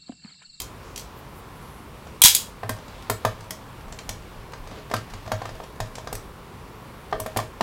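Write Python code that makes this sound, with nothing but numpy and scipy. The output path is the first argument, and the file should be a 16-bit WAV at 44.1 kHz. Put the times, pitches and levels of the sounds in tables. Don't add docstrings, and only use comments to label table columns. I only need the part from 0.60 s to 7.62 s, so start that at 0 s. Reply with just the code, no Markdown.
import sys
import numpy as np
from scipy import signal
from scipy.io import wavfile

SR = 44100
rng = np.random.default_rng(int(sys.argv[2]) if len(sys.argv) > 2 else 0)


def materialize(psi):
    bounded = np.clip(np.atleast_2d(psi).T, -1, 1)
    quanta = np.round(bounded * 32767).astype(np.int16)
    wavfile.write(sys.argv[1], SR, quanta)


def voltage_ratio(decibels):
    exponent = np.asarray(decibels, float) / 20
    return 10 ** exponent


N = 309582

# [t/s, mid crack peak level/dB, top crack rms level/dB, case drive level/dB, bench drive level/dB]
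TAP_BLOWS = [(1.4691, -40, -67, -41, -60), (2.0319, -33, -57, -23, -36.5), (2.0924, -21.5, -31, -19, -28.5),
             (2.28, -37, -72, -43, -55), (2.4223, -35.5, -61, -52, -52), (2.4977, -18, -27, -13.5, -25.5),
             (2.6496, -18, -32.5, -11.5, -21), (2.806, -35.5, -67, -38.5, -39),
             (2.9062, -19, -33.5, -33.5, -50), (3.3238, -31, -64, -37, -38.5),
             (3.3878, -26, -64, -41.5, -42), (3.4913, -20, -35.5, -33.5, -36.5),
             (3.9342, -30.5, -70, -29, -45), (4.0722, -37, -63, -40.5, -49), (4.1111, -36.5, -67, -35, -40),
             (4.2988, -38, -63, -32, -43), (4.313, -27.5, -56, -24, -50),
             (4.3379, -18.5, -35.5, -14, -24.5), (4.364, -23, -53, -46, -49),
             (4.536, -30.5, -62, -37, -36.5), (4.6617, -38, -65, -34.5, -39), (4.676, -33.5, -67, -34, -44),
             (4.7173, -19, -40, -16, -26.5), (4.8174, -31.5, -70, -29.5, -44), (4.854, -29, -69, -27, -38),
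             (4.891, -33, -67.5, -32, -55), (5.001, -38, -67, -33, -52), (5.037, -34, -69, -37, -60),
             (5.202, -23.5, -43, -23, -30.5), (5.353, -27, -67, -42, -40), (5.3825, -31.5, -71, -35, -59),
             (5.472, -27.5, -64, -27.5, -55), (5.527, -26.5, -35.5, -27.5, -34.5),
             (5.5514, -29.5, -37.5, -39, -50), (6.5261, -25.5, -65, -15, -40.5),
             (6.5993, -26.5, -32, -28.5, -31), (6.661, -28.5, -42.5, -25.5, -35),
             (6.7621, -27, -47, -20.5, -26), (6.770, -16.5, -30, -23, -48), (6.7877, -33, -51, -20.5, -46),
             (6.799, -27, -50, -27, -51), (7.008, -18, -46, -15.5, -18.5)]
# [start t/s, loudest t/s, end t/s, relative level/dB]
TIP_SCUFFS = [(3.9, 4.2, 4.2, -31.5), (4.3, 4.6, 4.2, -30), (4.75, 4.87, 4.8, -34),
              (6.5, 6.562, 6.63, -15.5), (6.73, 6.78, 6.87, -19)]
# [t/s, drive level/dB]
SHAFT_BLOW = (2.499, -34)
# [t/s, drive level/dB]
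SCREW_BLOWS = [(3.324, -39), (3.389, -41), (3.492, -27.5), (5.035, -47), (5.356, -40), (5.384, -53)]
# [start t/s, end t/s]
TURNING_SPANS = [(2.15, 3.0), (3.2, 5.6), (6.5, 6.9)]
# [t/s, mid peak level/dB, top rms level/dB, tray drive level/dB]
TRAY_BOUNCES = [(0.001, -20.5, -33.5, -50), (0.018, -27, -36.5, -61), (0.36, -21, -45, -52),
                (0.377, -23, -40, -54), (0.395, -27, -47, -55), (1.618, -4.5, -9.5, -11),
                (1.6373, 2.5, -7, -18.5), (1.649, -2.5, -14.5, -19.5), (1.657, -4.5, -9, -10),
                (1.682, -4, -20, -20.5), (1.702, -18, -27, -47), (1.749, -8, -14, -44),
                (1.764, -20, -27, -31)]
# [start t/s, loudest t/s, end t/s, relative level/dB]
TRAY_RATTLES = [(.355, .385, 0.46, -36), (1.618, 1.652, 1.76, -7.5), (1.749, 1.757, 1.9, -27.5)]
# [t/s, peak level/dB, length t/s]
DEEP_PULSE = (1.646, -16, 0.0046)
# [t/s, drive level/dB]
HAND_LEANS = [(2.1, -46), (2.66, -40), (3.24, -38.5), (3.47, -37.5), (3.75, -39.5), (3.98, -36.5),
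              (4.5, -39), (4.7, -36), (4.9, -38.5), (5.19, -35), (5.52, -37.5), (6.52, -37.5), (6.77, -47)]
# [t/s, level/dB]
SKIN_RUB = [(2.0, -60.5), (2.7, -52.5), (3.0, -63.5), (3.9, -60), (4.25, -51.5), (4.6, -56.5), (4.9, -54.5),
            (5.4, -72), (5.7, -71), (6.5, -64.5), (6.7, -59), (7.02, -71)]
# [centre t/s, 1/e half-length t/s, peak level/dB, low edge f/Hz, high edge f/Hz]
CLOTH_SWISHES = [(0.28, 0.069, -57, 3000, 7000), (.585, 0.025, -56, 11100, 15800),
                 (.78, 0.037, -56, 8000, 16000), (1.1, 0.16, -59.5, 9900, 12000)]
# [f/Hz, relative level/dB, 60 dB decay t/s]
CASE_MODES = [(413, -12, 0.1), (547, -5, 0.0062), (630, -8.5, 0.14), (710, 8, 0.011), (758, -10.5, 0.035),
              (920, -12.5, 0.032), (1095, -5, .025), (1202, -6, 0.044), (1447, -10.5, 0.014),
              (1588, -13.5, 0.051), (1816, -12, 0.049), (2046, -15, 0.021)]
SHAFT_MODES = [(7650, -4, .12), (7741, -2, .16), (7850, -4, .1), (10250, -9, .1), (10410, -8, .12),
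               (10600, -9, .1), (12050, -2, .08), (12160, 0, .1), (12330, -2, .08)]
SCREW_MODES = [(3500, -2, .012), (5800, -1, .014), (7500, 0, .014)]
TRAY_MODES = [(750, -11, .02), (980, -7, .04), (1250, -12, .02), (1550, -14, .02), (1900, -20, .04),
              (2326, -14, .06), (3000, -7, .03), (3289, -2, .07), (3570, -8, .05), (3903, -8, .05),
              (3999, -4, .06), (4958, -12, .05), (5841, -13, .05), (6500, -12, .04), (6800, -13, .04),
              (8010, -10, .04), (8400, -10, .04), (9500, -14, .03), (10830, -13, .04), (11750, -11, .06)]
BENCH_MODES = [(60.4, -24, .06), (99.3, -1.5, 0.248), (110.1, 1.5, 0.24), (169, -31, 0.035),
               (248, -0.5, .05)]
STAND_MODES = [(27.6, 1.5, 0.69), (45, -1, .3)]
# [f/Hz, relative level/dB per Hz]
AIR_SPECTRUM = [(30, -5), (50, 7), (80, 2), (120, 4), (230, -2.5), (310, -6), (450, -3), (630, -9.5),
                (1050, -5.5), (1500, -13.5), (2500, -18), (4000, -24), (6500, -29.5), (10000, -29.5),
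                (16000, -33)]
# [f/Hz, 60 dB decay t/s, relative level/dB]
ROOM_DECAY = [(200, 0.4, 0.5), (800, 0.15, -3), (2000, 0.27, -2.5), (5000, 0.26, 0), (12000, 0.21, -5.5)]

SPLIT_HZ = 6800
CONTACT_S, CONTACT_S_PER_DB = .03, .0004
DULL_HZ_PER_DB = 235
SNAP_RISE_S = .0025
SCUFF_CUT_HZ = 540
SCUFF_DB = RATTLE_DRIVE_DB = -41.5
TICKS_PER_S, TICK_DB, TICK_SPREAD_DB = 6, -43, 2.0
GRIT_S, RETOUCH_DB = .004, -8
SPOT_DB = 2.5
EDGE_DB = -30
BENCH_LAG_S = 0.0054
AIR_DB, ROOM_DB = -41.5, -7.5


def taps():
    s, mid_db, top_db, knock_db, _ = np.transpose(TAP_BLOWS)
    tick_s, tick_db = ticks()
    s = np.append(s, tick_s)
    mid_db = np.append(mid_db, tick_db)
    top_db = np.append(top_db, tick_db - 22)
    knock_db = np.append(knock_db, tick_db - 2)

    excess_db = knock_db - mid_db
    edge_hz = np.clip(SPLIT_HZ - DULL_HZ_PER_DB * (excess_db + 3), 3000, SPLIT_HZ)
    snap_s = CONTACT_S + CONTACT_S_PER_DB * excess_db
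    snap = cracks(s, mid_db, top_db, snap_s, low_hz=1287, high_hz=edge_hz, rise_s=SNAP_RISE_S)

    friction = rms_one(band(grains(600, spread_db=7.5), 176, SCUFF_CUT_HZ))
    scuff = voltage_ratio(SCUFF_DB) * friction * swells(TIP_SCUFFS)
    knock = strike(s, knock_db, CASE_MODES, rubbing=scuff, count=3)
    knock = band(knock, 200, 3500)
    shaft = strike(SHAFT_BLOW[:1], SHAFT_BLOW[1], SHAFT_MODES)
    screw = strike(*np.transpose(SCREW_BLOWS), SCREW_MODES, count=3)
    return snap + knock + shaft + screw


def ticks():
    s = np.concatenate([rng.uniform(start, end, round((end - start) * TICKS_PER_S))
                        for start, end in TURNING_SPANS])
    return s, TICK_DB + TICK_SPREAD_DB * rng.standard_normal(len(s))


def clatter():
    s, mid_db, top_db, ring_db = np.transpose(TRAY_BOUNCES)
    rattle = grains(1800, spread_db=3.5) * swells(TRAY_RATTLES)
    snap = cracks(s, mid_db, top_db, np.full(len(s), .03), low_hz=2550,
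                  high_hz=np.full(len(s), SPLIT_HZ))
    tray = strike(s, ring_db, TRAY_MODES, rubbing=voltage_ratio(RATTLE_DRIVE_DB) * rattle)
    return snap + band(rattle, 2200, 15110) + tray


def thumps():
    s, thump_db = np.transpose(TAP_BLOWS)[[0, 4]]
    late_s = np.minimum(s + BENCH_LAG_S, (N - 1) / SR)
    boom = strike(late_s, thump_db, BENCH_MODES, spot_db=4.0)
    at, db, length = DEEP_PULSE
    phase = np.clip((np.arange(N) / SR - at) / length, 0, 1)
    return boom + voltage_ratio(db) * np.sin(np.pi * phase) ** 2


def hands():
    t = np.arange(N) / SR
    skin = rms_one(band(grains(6000, spread_db=2.0), 900, 4200))
    rub = skin * voltage_ratio(np.interp(t, *np.transpose(SKIN_RUB)) + 3.0 * drift(11))
    sway = band(strike(*np.transpose(HAND_LEANS), STAND_MODES, spot_db=1.0), 15, 60)
    white = rng.standard_normal(N)
    cloth = 0
    for at, length, db, low_hz, high_hz in CLOTH_SWISHES:
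        swish = rms_one(band(white, low_hz, high_hz))
        cloth = cloth + voltage_ratio(db) * swish * np.exp(-((t - at) / length) ** 2)
    return rub + sway + cloth


def air():
    out, edges = 0, 18 * 2 ** np.arange(0, 10.1, 1 / 3)
    white = rng.standard_normal((2, N + SR))
    for k, (low, high) in enumerate(zip(edges, edges[1:])):
        gain = voltage_ratio(at_hz(AIR_SPECTRUM, np.sqrt(low * high)) + 1.0 * drift(11.0))
        out = out + gain * band(white[k % 2], low, high)[SR:]
    return voltage_ratio(AIR_DB) * rms_one(out)


def room(x):
    t, tail, edges = np.arange(SR // 2) / SR, 0, 70 * 2 ** np.arange(0, 9)
    decay = np.array(ROOM_DECAY)[:, [0, 1]]
    colour = np.array(ROOM_DECAY)[:, [0, 2]]
    for low, high in zip(edges, edges[1:]):
        hz = np.sqrt(low * high)
        envelope = voltage_ratio(at_hz(colour, hz) - 60 * t / at_hz(decay, hz))
        tail = tail + band(rng.standard_normal(len(t)), low, high) * envelope
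    tail = tail * np.clip((t - .004) / .003, 0, 1)
    return signal.fftconvolve(x, tail / np.sqrt(np.sum(tail ** 2)))[:N]


def strike(times, db, modes, rubbing=0, spot_db=SPOT_DB, count=1):
    spots = spot_db * rng.standard_normal((len(times), len(modes)))
    later = np.arange(count) > 0
    late_s = GRIT_S * rng.random((len(times), count)) * later
    touches = np.minimum(np.array(times)[:, None] + late_s, (N - 1) / SR).ravel()
    out = 0
    for k, (hz, level_db, t60) in enumerate(modes):
        touch_db = (db + spots[:, k])[:, None] + RETOUCH_DB * later
        force = clicks_at(touches, touch_db.ravel()) + rubbing
        out = out + (-1) ** k * ring(voltage_ratio(level_db) * force, hz, t60)
    return out


def ring(force, hz, t60):
    r, w = voltage_ratio(-60 / (t60 * SR)), 2 * np.pi * hz / SR
    return signal.lfilter([0, np.sin(w)], [1, -2 * r * np.cos(w), r * r], force)


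def clicks_at(times, db):
    clicks = np.zeros(N) + 1e-18
    np.add.at(clicks, np.round(np.array(times) * SR).astype(int), voltage_ratio(np.array(db)))
    return clicks


def cracks(times, mid_db, top_db, t60s, low_hz, high_hz, rise_s=1e-4):
    out, t = np.zeros(N + 4096), np.arange(4096) / SR
    noises = rng.standard_normal((len(times), 2, 4096))
    for s, mid, top, t60, edge_hz, noise in zip(times, mid_db, top_db, t60s, high_hz, noises):
        burst = noise * voltage_ratio(-60 * t / max(t60, .004)) * np.minimum(t / rise_s, 1)
        middle = band(burst[0], low_hz, edge_hz)
        treble = band(burst[1], SPLIT_HZ, 14100)
        snap = voltage_ratio(mid) * middle / np.max(np.abs(middle))
        snap = snap + voltage_ratio(top) * treble / np.std(treble[:SR // 100])
        start = round(s * SR)
        out[start:start + 4096] += snap
    return out[:N]


def grains(per_s, spread_db):
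    sizes = voltage_ratio(spread_db * np.minimum(rng.exponential(1, N), 4)) * rng.choice([-1, 1], N)
    return rms_one(sizes * (rng.random(N) < per_s / SR))


def swells(rows):
    t, gain = np.arange(N) / SR, 0
    for start, top, end, db in rows:
        shape_db = np.interp(t, [start, top, end], [EDGE_DB, 0, EDGE_DB], left=-200, right=-200)
        gain = gain + voltage_ratio(db + shape_db)
    return gain


def drift(rate):
    points = rng.standard_normal(int(N / SR * 60) + 2)
    return np.interp(np.arange(N) / SR * rate, np.arange(len(points)), points)


def rms_one(x):
    return x / np.sqrt(np.mean(x ** 2) + 1e-20)


def at_hz(points, hz):
    table = np.array(points)
    return np.interp(np.log(hz), np.log(table[:, 0]), table[:, 1])


def band(x, low_hz, high_hz):
    edges = [low_hz, min(high_hz, .45 * SR)]
    return signal.sosfilt(signal.butter(2, edges, "band", fs=SR, output="sos"), x)


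def scene():
    bench = taps() + clatter()
    return (bench + voltage_ratio(ROOM_DB) * room(bench) + thumps() + hands() + air())[None, :]


def roll_off(x):
    return signal.sosfilt(signal.butter(12, 16600, fs=SR, output="sos"), x)


def record(dry):
    low_pass = signal.ellip(10, .5, 70, 15900, fs=SR, output="sos")
    cut = signal.sosfilt(low_pass, dry)
    return roll_off(np.clip(cut, -1, 1))


dry = scene()
out = record(dry)
materialize(out)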